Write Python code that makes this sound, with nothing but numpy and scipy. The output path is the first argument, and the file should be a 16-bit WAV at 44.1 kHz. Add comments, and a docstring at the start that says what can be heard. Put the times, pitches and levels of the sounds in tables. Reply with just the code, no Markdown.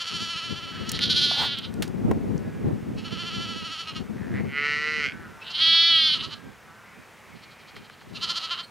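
"""Lambs bleat across an open field, each cry a chain of quavers, about 14 a second.
Their vocal folds snap shut and ring the throat; pitch sags and the voice roughens in every dip,
and some cries catch with a squeak. A ewe answers low and steady, and others call from far off.
Hedges scatter the calls and a dull echo returns. Over a soft hush, a gusty breeze buffets
the microphone and the camera clicks in the hand."""
import sys
import numpy as np
from scipy import signal
from scipy.fft import irfft, next_fast_len
from scipy.io import wavfile
from scipy.ndimage import map_coordinates

SR = 44100
rng = np.random.default_rng(int(sys.argv[2]) if len(sys.argv) > 2 else 0)


def pcm_store(signal):
    """Save signal as 16-bit PCM."""
    levels = np.round(np.clip(np.atleast_2d(signal), -1, 1) * 32767)
    wavfile.write(sys.argv[1], SR, levels.astype(np.int16).T)


N = 383669
TIME = np.arange(N) / SR

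# Throat resonances of the stuttering lambs. Each row: frequency in Hz, gain in dB.
STUTTER_THROAT = [(300, -28), (800, -25.5), (1050, -8.5), (1360, -3), (1600, -16), (2450, -15.5), (3100, 3),
                  (3400, -8.5), (4150, -1.5), (5200, -14), (5700, -20), (6500, -22.5), (8500, -36.5),
                  (11000, -34.5), (13000, -64)]


def amp(db):
    """Decibels to gain."""
    return 10 ** (np.asarray(db) / 20)


def unit(x):
    """Scales to rms 1."""
    return x / np.sqrt(np.mean(x ** 2) + 1e-20)


def add(mix, s, sound):
    """Mixes a sound in at s seconds."""
    start = round(s * SR)
    sound = sound[max(-start, 0):]
    part = mix[max(start, 0):][:len(sound)]
    part += sound[:len(part)]


def colour(x, points, size=4096):
    """Causal filter with the given (Hz, dB) outline, so that each pulse rings after it strikes."""
    hz, db = np.transpose(points)
    log_hz = np.log(abs(np.fft.fftfreq(size, 1 / SR)) + 1)
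    log_gain = np.log(amp(np.interp(log_hz, np.log(hz), db)))
    ring = np.fft.ifft(np.exp(np.conj(signal.hilbert(log_gain)))).real[:size // 2]
    return signal.oaconvolve(x, ring)[:len(x)]


def noise(points, count=N):
    """Noise of rms 1 with the given (Hz, dB) outline."""
    return unit(colour(rng.standard_normal(count), points))


def drift(count, hz):
    """Slow random wander of rms about 1."""
    f = np.fft.rfftfreq(N, 1 / SR)[:round(4 * hz * N / SR) + 2]
    lines = (rng.standard_normal((len(f), 2)) @ [1, 1j]) * np.exp(-(f / hz) ** 2)
    return unit(irfft(lines, next_fast_len(N, True)))[:count]


def air(level_db=-50.5, side_db=-17):
    """The even hush of open country."""
    # Tone of the hush. Each row: frequency in Hz, gain in dB.
    hush = [(15, -44), (25, -13.5), (107, -2), (216, -2), (284, -10), (437, -3), (604, -5.5), (981, -4),
            (1780, -5.5), (1980, -5), (2590, -9.5), (3050, -13.5), (4210, -18.5), (5670, -19.5),
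            (15800, -30)]
    centre, side = noise(hush), noise(hush)
    swell_db = .5 * drift(N, 2)
    return amp(level_db + swell_db) * (centre + amp(side_db) * np.array([side, -side]))


def wind_power(side, rise=.46, fall=.6):
    """Power at one microphone port (side > 0 is left): a breeze, with gusts that rise and die away."""
    # The breeze. Each row: time in seconds, level in dB, leftward lean in dB.
    breeze = [(0, -57.5, 7), (.7, -37, 9), (1.1, -31.5, 3), (1.6, -38.5, 5), (2.1, -24.5, 4.5),
              (2.5, -30, 4.5), (2.92, -32, 1), (3.06, -37, -4), (3.62, -37.5, -3), (3.8, -54, 0),
              (3.95, -36.5, 7.5), (4.42, -32, 4), (4.601, -44, -2.5), (5.25, -41.5, -3), (5.42, -57.5, -6),
              (6.2, -40.5, -8.5), (6.601, -58, -9), (8.7, -62, -6)]
    # Gusts. Each row: crest time in seconds, peak in dB, nominal length in seconds, leftward lean in dB.
    gusts = [(0.129, -39, 0.039, 13), (.21, -38, .06, 6), (0.504, -37, 0.082, 11), (0.941, -30, 0.063, 8),
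             (1.809, -27.5, .07, 3), (2.1, -20.5, 0.071, 1), (2.687, -24.5, 0.069, 3), (2.914, -28, .05, 2),
             (3.383, -29.5, 0.042, 4), (4.38, -26.5, 0.12, 3), (5.68, -46, 0.1, -1), (5.946, -42, .04, -16),
             (6.274, -38, 0.043, -9), (6.47, -40.5, .04, -11), (6.994, -44.5, 0.037, -10),
             (7.348, -46.5, 0.032, -11), (7.79, -47.5, 0.065, 1), (8.126, -41.5, 0.099, 6.5),
             (8.267, -45.5, 0.11, 3)]
    s, level_db, pan_db = np.transpose(breeze)
    pan = 2 / (1 + amp(-side * np.interp(TIME, s, pan_db)) ** 2)
    power = amp(np.interp(TIME, s, level_db)) ** 2 * pan
    for crest, peak_db, length, lean_db in gusts:
        t = np.arange(-2 * length, 2 * length, 1 / SR)
        swell = np.exp(-(t / (length * np.where(t < 0, rise, fall))) ** 2)
        add(power, crest + t[0], swell * amp(peak_db) ** 2 * 2 / (1 + amp(-side * lean_db) ** 2))
    return power


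def wind(lump_db=3, flicker_db=1, fizz_db=-28, full_gust_db=-19, fizz_growth=3.6, opposed=.14):
    """Eddies hit each microphone port separately; strong gusts also hiss."""
    # Tone of the low buffeting and of the hiss. Each row: frequency in Hz, gain in dB.
    buffet_tone = [(15, -73), (25, -47), (50, -15), (95, -0.5), (140, -2), (220, 1.5), (300, -7), (420, -9),
                   (600, -19.5), (900, -25), (1400, -40), (2400, -76)]
    fizz_tone = [(20, -51), (300, -6), (700, -16), (1200, -27), (2500, -43), (6000, -60), (10000, -62),
                 (16000, -56)]
    powers = np.array([wind_power(.92), wind_power(-1.07)])
    level_db = 10 * np.log10(powers.mean(0))
    ports = []
    for share in powers / powers.mean(0):
        lumps = unit(amp(lump_db * drift(N, 25) + flicker_db * drift(N, 120)))
        body = noise(buffet_tone) * amp(level_db)
        fizz = noise(fizz_tone) * amp(fizz_db + fizz_growth * (level_db - full_gust_db))
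        ports.append((body + fizz) * lumps * np.sqrt(share))
    ports = np.array(ports)
    return ports - opposed * ports[::-1]  # the two sides swing partly against each other


def handling():
    """Dry ticks and one soft rub of the hand sliding on the camera."""
    # Swell of the rub. Each row: time in seconds, level in dB.
    rub_swell = [(1.3, -60), (1.33, -46), (1.38, -38), (1.43, -29.5), (1.46, -34.5), (1.5, -55)]
    # Tone of the rub. Each row: frequency in Hz, gain in dB.
    rub_tone = [(200, -18), (600, -7.5), (900, 2), (1200, -9), (1600, -6.5), (2500, -16), (6000, -23),
                (15000, -36)]
    # Ticks. Each row: start in seconds, level in dB, centre in Hz, width in octaves, decay in seconds.
    clicks = [(.892, -23, 5440, 0.45, 0.0045), (.917, -21, 5000, 1.2, 0.0027),
              (.991, -19.5, 2377, 0.65, 0.0027), (1.198, -22, 3920, 0.34, 0.0023),
              (1.312, -28, 900, .6, 0.0077), (1.587, -35, 5000, 1.1, .002), (1.74, -38, 5970, 0.64, 0.0017),
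              (1.823, -24.5, 1950, 1.46, 0.0081), (1.836, -41, 2430, 1.2, 0.02),
              (1.878, -41, 5000, 0.87, .003), (2.113, -16.5, 566, 0.77, 0.0039),
              (2.379, -38, 5460, 0.31, 0.0011), (5.96, -38, 6970, 1.1, 0.00089),
              (7.765, -37, 1470, 0.91, 0.0057), (7.898, -37, 1700, 0.69, 0.0029),
              (8.013, -44, 1200, 0.68, 0.0089)]
    out = noise(rub_tone) * amp(np.interp(TIME, *np.transpose(rub_swell), left=-200, right=-200))
    t, hz = TIME[:4096], np.geomspace(50, 16000, 30)
    for s, level_db, centre_hz, octaves, decay in clicks:
        outline_db = -14 * np.log10(1 + (np.log2(hz / centre_hz) / octaves) ** 4)
        grit = noise(np.c_[hz, outline_db], len(t))
        add(out, s, amp(level_db) * grit * np.exp(-t / decay))
    return out


def scatter(x, delay, t60):
    """Many small reflections from hedges and turf that begin after a delay and die away."""
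    taps = rng.standard_normal(SR) * (rng.random(SR) < .05) * amp(-60 * TIME[:SR] / t60)
    taps = np.r_[np.zeros(round(delay * SR)), taps / np.linalg.norm(taps)]
    return signal.oaconvolve(x, taps)[:N]


def bounces(calls):
    """Hard reflections from turf, hedge and bank, leaning right."""
    # Each row: delay in seconds, gain in dB.
    reflections = [(.0012, -38), (.0046, -13), (0.0135, -26.5), (0.026, -17.5), (0.042, -18.5)]
    out = np.zeros(N)
    for delay, db in reflections:
        add(out, delay, amp(db) * calls)
    return out * amp([[-2], [2]])


def field_echo(calls, delay_s=.43):
    """A dull, smeared echo from the far side of the field."""
    # Tone of the echo. Each row: frequency in Hz, gain in dB.
    echo_tone = [(200, -35), (1000, -11), (1600, 5.5), (2300, -26), (3200, -28), (6000, -39)]
    echo = np.zeros(N)
    add(echo, delay_s, amp(-20.5) * colour(calls, echo_tone))
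    return echo + amp(-6) * scatter(echo, delay=.012, t60=.6)


def voice(hz, rough, lift_db, throat, lift_hz=3700):
    """Vocal folds snap shut once a cycle, unevenly when rough, and ring the throat."""
    count = len(hz)
    rough = np.clip(rough, 0, 1)
    jitter = .005 * rough + .05 * rough ** 2
    rasp = .27 * rough + .3 * rough ** 2
    cycles = np.cumsum(hz * (1 + jitter * drift(count, 137.7))) / SR
    closures = np.interp(np.arange(1, int(cycles[-1])), cycles, np.arange(count))
    strength = np.exp(.4 * rough[closures.astype(int)] * rng.standard_normal(1000)[:len(closures)])
    # each closure is a short pulse placed between samples
    taps = closures.astype(int)[:, None] + np.arange(-7, 9)
    offset = taps - closures[:, None]
    pulses = strength[:, None] * np.sinc(offset) * np.sinc(offset / 8)
    folds = np.zeros(count)
    np.add.at(folds, np.clip(taps, 0, count - 1), pulses)
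    # turbulence after each closure
    puffs = unit((.3 + np.exp(-(cycles % 1) / .46)) * rng.standard_normal(2 * SR)[:count])
    sound = colour(unit(folds) + rasp * puffs, throat)
    treble = signal.sosfiltfilt(signal.butter(3, lift_hz, "high", fs=SR, output="sos"), sound)
    return unit(sound + (amp(lift_db) - 1) * treble)


def moving_voice(hz, rough, lift_db, mouth, throat):
    """A raised larynx and a wide mouth shorten the throat, so that it rings faster at the same pitch."""
    throat_time = np.cumsum(mouth)
    steps = np.arange(int(throat_time[-1]) + 2)
    controls = (np.interp(steps, throat_time, c) for c in (hz / mouth, rough, lift_db))
    return map_coordinates(voice(*controls, throat), [throat_time], order=3)


def far_ewes(width_hz=280, rough=.1, waver=.0075):
    """Far and half-voiced ewes: short, arched, wavering calls through a gliding mouth resonance."""
    # Each row: start and length in seconds, first and last pitch in Hz, level in dB,
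    # first and last mouth resonance in Hz.
    calls = [(.64, 0.49, 164.8, 175.3, -46, 1584, 2033), (2.28, 0.51, 184.2, 175, -54, 1490, 1790),
             (4.13, 0.3, 75.5, 84.4, -46.5, 1800, 1680), (4.323, 0.096, 110.5, 156.8, -37, 1820, 2110),
             (5.08, 0.23, 173.3, 151.3, -46, 1645, 1391), (5.3, 0.38, 148.7, 137.3, -55, 900, 840),
             (6.6, 0.41, 160, 174.8, -51.5, 1280, 1520), (6.78, .34, 173, 195.4, -55.5, 1880, 2640),
             (7.1, 0.89, 190.3, 197.7, -56.5, 2230, 2400)]
    # Their throat resonances. Each row: frequency in Hz, gain in dB.
    throat = [(300, -22), (850, -7.5), (1350, -6.5), (2200, -10), (3200, -16), (5000, -17), (9000, -52)]
    out = np.zeros(N)
    pole = np.exp(-np.pi * width_hz / SR)
    for s, length, first_hz, last_hz, level_db, mouth_from, mouth_to in calls:
        along = np.linspace(0, 1, round(length * SR))
        bend = 1 + .03 * np.sin(np.pi * along) + waver * drift(len(along), 13.7)
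        hz = (first_hz + (last_hz - first_hz) * along) * bend
        call = voice(hz, np.full(len(hz), rough), 0, throat)
        glide = np.exp(2j * np.pi * np.cumsum(mouth_from + (mouth_to - mouth_from) * along) / SR)
        call = (glide * signal.lfilter([1 - pole], [1, -pole], call / glide)).real
        add(out, s, amp(level_db) * unit(call) * signal.windows.tukey(len(hz), .5))
    return out


def ewe(rough_held=.24, creak_hz=143, creak=1.5):
    """One low, even call that opens out; the folds creak as the pitch drops."""
    # Her call. Each row: time in seconds, pitch in Hz, level in dB, treble lift in dB.
    call = [(4.44, 128.5, -53, -4), (4.5, 138.9, -42.5, -15), (4.58, 143.3, -25.5, -11),
            (4.66, 147.2, -25.5, -2), (4.735, 147.7, -26.5, 2), (4.8, 149.8, -31, 3.5), (4.88, 153, -27, 1),
            (4.98, 151.5, -29, 3), (5.06, 141, -25.5, 1), (5.095, 90.7, -35, -3), (5.138, 75, -49, -9)]
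    # Her mouth opening. Each row: time in seconds, factor on the throat's resonances.
    opening = [(4.44, 1.08), (4.58, 1.02), (4.85, 1), (4.97, 1.01), (5.05, 1.06), (5.14, 1.16)]
    # Her throat resonances. Each row: frequency in Hz, gain in dB.
    throat = [(150, -41), (310, -20), (450, -10.5), (650, -30), (950, -27.5), (1380, 0), (1600, -12),
              (1950, 6), (2450, -7.5), (2900, -5), (3400, -26.5), (4050, -14), (5700, -25.5), (7500, -39),
              (10000, -47), (13000, -65)]
    s, *columns = np.transpose(call)
    t = np.arange(s[0], s[-1], 1 / SR)
    hz, level_db, lift_db = (np.interp(t, s, c) for c in columns)
    rough = rough_held + creak * np.maximum(1 - hz / creak_hz, 0)
    mouth = np.interp(t, *np.transpose(opening))
    return t[0], amp(level_db) * moving_voice(hz, rough, lift_db, mouth, throat)


def squeaks(overtone_db=-17, flutter=.55, folds_hz=330):
    """Thin whistles as a lamb's voice catches, fluttered by the folds as they start to swing."""
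    # Each row: start and length in seconds, first, middle and last pitch in Hz, level in dB.
    catches = [(2.961, 0.061, 2580, 2630, 2560, -51), (5.408, 0.036, 2540, 2630, 2800, -40.5),
               (5.493, 0.031, 2700, 2730, 2900, -38.5), (8.144, 0.045, 2830, 2670, 3100, -41),
               (8.623, .04, 4160, 4240, 4500, -43.5)]
    out = np.zeros(N)
    for s, length, *pitches, level_db in catches:
        t = np.arange(0, length, 1 / SR)
        hz = np.interp(t, [0, length / 2, length], pitches) * (1 + .013 * drift(len(t), 150))
        tone = sum(amp(overtone_db * k) * np.sin(2 * np.pi * (k + 1) * np.cumsum(hz) / SR) for k in range(3))
        tone *= 1 + flutter * np.sin(2 * np.pi * folds_hz * t)
        add(out, s, amp(level_db) * unit(tone) * np.hanning(len(t)))
    return out


def lamb(cry, throat, quaver_hz, sag, loose_db, held_db, settle_s, break_s, rough_ends, rough_held):
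    """A cry starts in rough quavers, settles while held and breaks up again; pitch sags in every dip."""
    fade_s, dip_spread, half_sag_db = .04, .246, 4
    rough_per_db, dull_per_db = .09, .26  # a dip roughens the folds and takes away treble
    s, *controls = np.transpose(cry)
    t = np.arange(s[0] - fade_s, s[-1] + fade_s, 1 / SR)
    crest_hz, effort_db, lift_db = (np.interp(t, s, c) for c in controls)
    # every point of the cry is a crest, with a whole number of quavers to the next
    crests = np.r_[0, np.cumsum(np.maximum(np.round(np.diff(s) * quaver_hz), 1))]
    beat = np.interp(t, np.r_[s[0] - 2 * fade_s, s, s[-1] + 2 * fade_s], np.r_[-1, crests, crests[-1] + 1])
    # no two quavers are shaped alike
    lean, reach, depth = rng.uniform(-1, 1, size=(32, 3))[np.maximum(beat, 0).astype(int)].T
    trough = np.sin(np.pi * (beat + .13 * lean * np.sin(np.pi * beat) ** 2)) ** 2
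    settled = np.maximum(np.minimum((t - s[0]) / settle_s, (s[-1] - t) / break_s), 0)
    dip_db = abs((held_db + (loose_db - held_db) * np.exp(-settled ** 2)) * (1 + dip_spread * depth))
    rasp = np.exp(-(settled / 1.35) ** 2)  # settles more slowly than the quaver
    rough = rough_held + (rough_ends - rough_held) * rasp + rough_per_db * dip_db * trough
    slack = sag * (1 + dip_spread * reach) * trough ** 1.1 + .00832 * drift(len(t), 35.3)
    hz = crest_hz * (1 - slack * dip_db / (dip_db + half_sag_db))
    larynx = (hz / np.median(hz)) ** .33
    opening = 1 + .003 * (effort_db - np.median(effort_db))
    mouth = larynx * opening * (1 + .012 * drift(len(t), 10))
    sound = moving_voice(hz, rough, lift_db - dull_per_db * dip_db * trough, mouth, throat)
    fade = np.clip(np.minimum(t - t[0], t[-1] - t) / fade_s, 0, 1)
    return t[0], fade * amp(effort_db - dip_db * trough ** 1.08) * sound


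def distant_lambs():
    """Two long, reedy bleats and a faint stutter from across the field."""
    # The cries. Each row: time in seconds, pitch in Hz, level in dB, open-mouth treble lift in dB.
    opening_cry = [(-.05, 345.3, -29.5, 2), (.085, 342.9, -32, 5.5), (.228, 340.5, -31.3, 4),
                   (.385, 341.3, -31.5, 2.5), (.583, 344, -35, -2), (.815, 335, -37.5, -4),
                   (.96, 336.4, -35.5, 6.5)]
    long_cry = [(2.99, 325.4, -47, 9), (3.06, 336, -37, 0), (3.205, 348, -33, -1.5),
                (3.43, 341.8, -32.5, -.5), (3.58, 332.8, -35.5, 0), (3.805, 333.4, -33, 2),
                (3.972, 314, -34.5, 0)]
    faint_cry = [(7.365, 313, -62, 9), (7.437, 332.4, -52, 6), (7.608, 320.4, -55, 2),
                 (7.69, 319, -49.5, 3), (7.853, 321.4, -49.5, -1), (8.1, 308, -58, 1)]
    # Throat resonances. Each row: frequency in Hz, gain in dB.
    reedy_throat = [(500, -40), (1100, -11.5), (1340, -1), (1600, -10.5), (2350, -11.5), (3080, 3),
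                    (3750, -11), (4450, -3.5), (5000, -16), (5700, -11.5), (6100, -23.5), (6950, -19.5),
                    (7500, -30), (10000, -35.5), (10900, -27.5), (13000, -58)]
    out = np.zeros(N)
    add(out, *lamb(opening_cry, reedy_throat, quaver_hz=15.7, sag=.12, loose_db=9.5, held_db=3,
                   settle_s=.19, break_s=.051, rough_ends=.344, rough_held=.088))
    add(out, *lamb(long_cry, reedy_throat, quaver_hz=13.4, sag=.12, loose_db=14.5, held_db=3.5,
                   settle_s=.12, break_s=.16, rough_ends=.284, rough_held=.15))
    add(out, *lamb(faint_cry, STUTTER_THROAT, quaver_hz=12, sag=.15, loose_db=19, held_db=20.5,
                   settle_s=.1, break_s=.12, rough_ends=.45, rough_held=.28))
    return out


def near_lambs():
    """Four close bleats: two settle into a held note, two stutter throughout."""
    # The cries. Each row: time in seconds, pitch in Hz, level in dB, open-mouth treble lift in dB.
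    first_cry = [(.95, 275.7, -36, 8), (1.033, 288, -20, 1), (1.112, 302.2, -22.5, 6),
                 (1.245, 295, -21.5, 4.5), (1.315, 288.5, -22.5, 1), (1.4, 294.7, -21, -3),
                 (1.53, 284.7, -23.5, -12), (1.65, 264.6, -32.5, -1)]
    loud_cry = [(5.473, 294.4, -40, 5), (5.557, 305.8, -30, 7.5), (5.625, 330.5, -16.5, -1.5),
                (5.755, 330.3, -15, -2.2), (5.885, 337.5, -15, -3.8), (5.98, 323.7, -16.5, -2.5),
                (6.135, 306.3, -22.5, 5.5), (6.21, 271, -30.5, 4)]
    answering_cry = [(5.425, 321.8, -47.5, -4), (5.512, 349.1, -39, 4), (5.75, 344.7, -31, -11),
                     (5.99, 338, -37.5, 0), (6.243, 326, -31, 0.5), (6.335, 297.6, -34.5, 0)]
    stutter_cry = [(8.16, 345.7, -42, 9), (8.238, 342, -25.5, 4.5), (8.308, 350.5, -24.5, 3.5),
                   (8.377, 345.5, -26.5, 4), (8.447, 331, -29, 1.5), (8.522, 350.3, -23, -6),
                   (8.603, 343.4, -28, -6.5)]
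    # Throat resonances. Each row: frequency in Hz, gain in dB.
    first_throat = [(300, -53), (1100, -27), (1450, -8.5), (1750, -19.5), (2650, -14), (3250, 2),
                    (3600, -3.5), (4150, -1), (5200, -14), (7000, -30.5), (8600, -45), (9900, -31.5),
                    (11500, -38.5), (14000, -62)]
    loud_throat = [(300, -37), (1000, -40.5), (1350, -19), (1700, -21), (2330, -16), (2680, -19),
                   (3050, -1.5), (3350, 0), (3700, -10), (4250, -5.5), (5100, -20), (7800, -55.5),
                   (9700, -40.5), (11400, -49), (13000, -77)]
    out = np.zeros(N)
    add(out, *lamb(first_cry, first_throat, quaver_hz=14, sag=.08, loose_db=20, held_db=2.3,
                   settle_s=.16, break_s=.0604, rough_ends=.353, rough_held=.05))
    add(out, *lamb(loud_cry, loud_throat, quaver_hz=13.5, sag=.1, loose_db=21, held_db=.2,
                   settle_s=.105, break_s=.06, rough_ends=.505, rough_held=.02))
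    add(out, *lamb(answering_cry, STUTTER_THROAT, quaver_hz=12.3, sag=.2, loose_db=20.5, held_db=14,
                   settle_s=.202, break_s=.101, rough_ends=.293, rough_held=.22))
    add(out, *lamb(stutter_cry, STUTTER_THROAT, quaver_hz=13.8, sag=.22, loose_db=18, held_db=12,
                   settle_s=.1405, break_s=.024, rough_ends=.32, rough_held=.15))
    return out


def scene():
    """Near and distant animals, the field's reflections, wind and handling."""
    near = near_lambs()
    add(near, *ewe())
    distant = distant_lambs()
    near += squeaks()
    far = far_ewes()
    hedges = scatter(amp(-20) * near + amp(-16) * distant + amp(-8) * far, delay=.004, t60=.25)
    flock = near * amp([[-.55], [.55]]) + distant * amp([[-.3], [.3]]) + amp(-3) * far
    calls = near + distant
    return flock + bounces(calls) + hedges + field_echo(calls) + handling() + wind() + air()


def record(dry):
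    """The microphone's low cut and the camera's band limit."""
    low_cut_hz, edge_hz = 38, 15850
    dry = signal.sosfilt(signal.butter(3, low_cut_hz, "high", fs=SR, output="sos"), dry)
    band_limit = signal.firwin(511, edge_hz, window=("kaiser", 9), fs=SR)
    return signal.oaconvolve(dry, band_limit[None], "same")


dry = scene()
out = record(dry)
pcm_store(out)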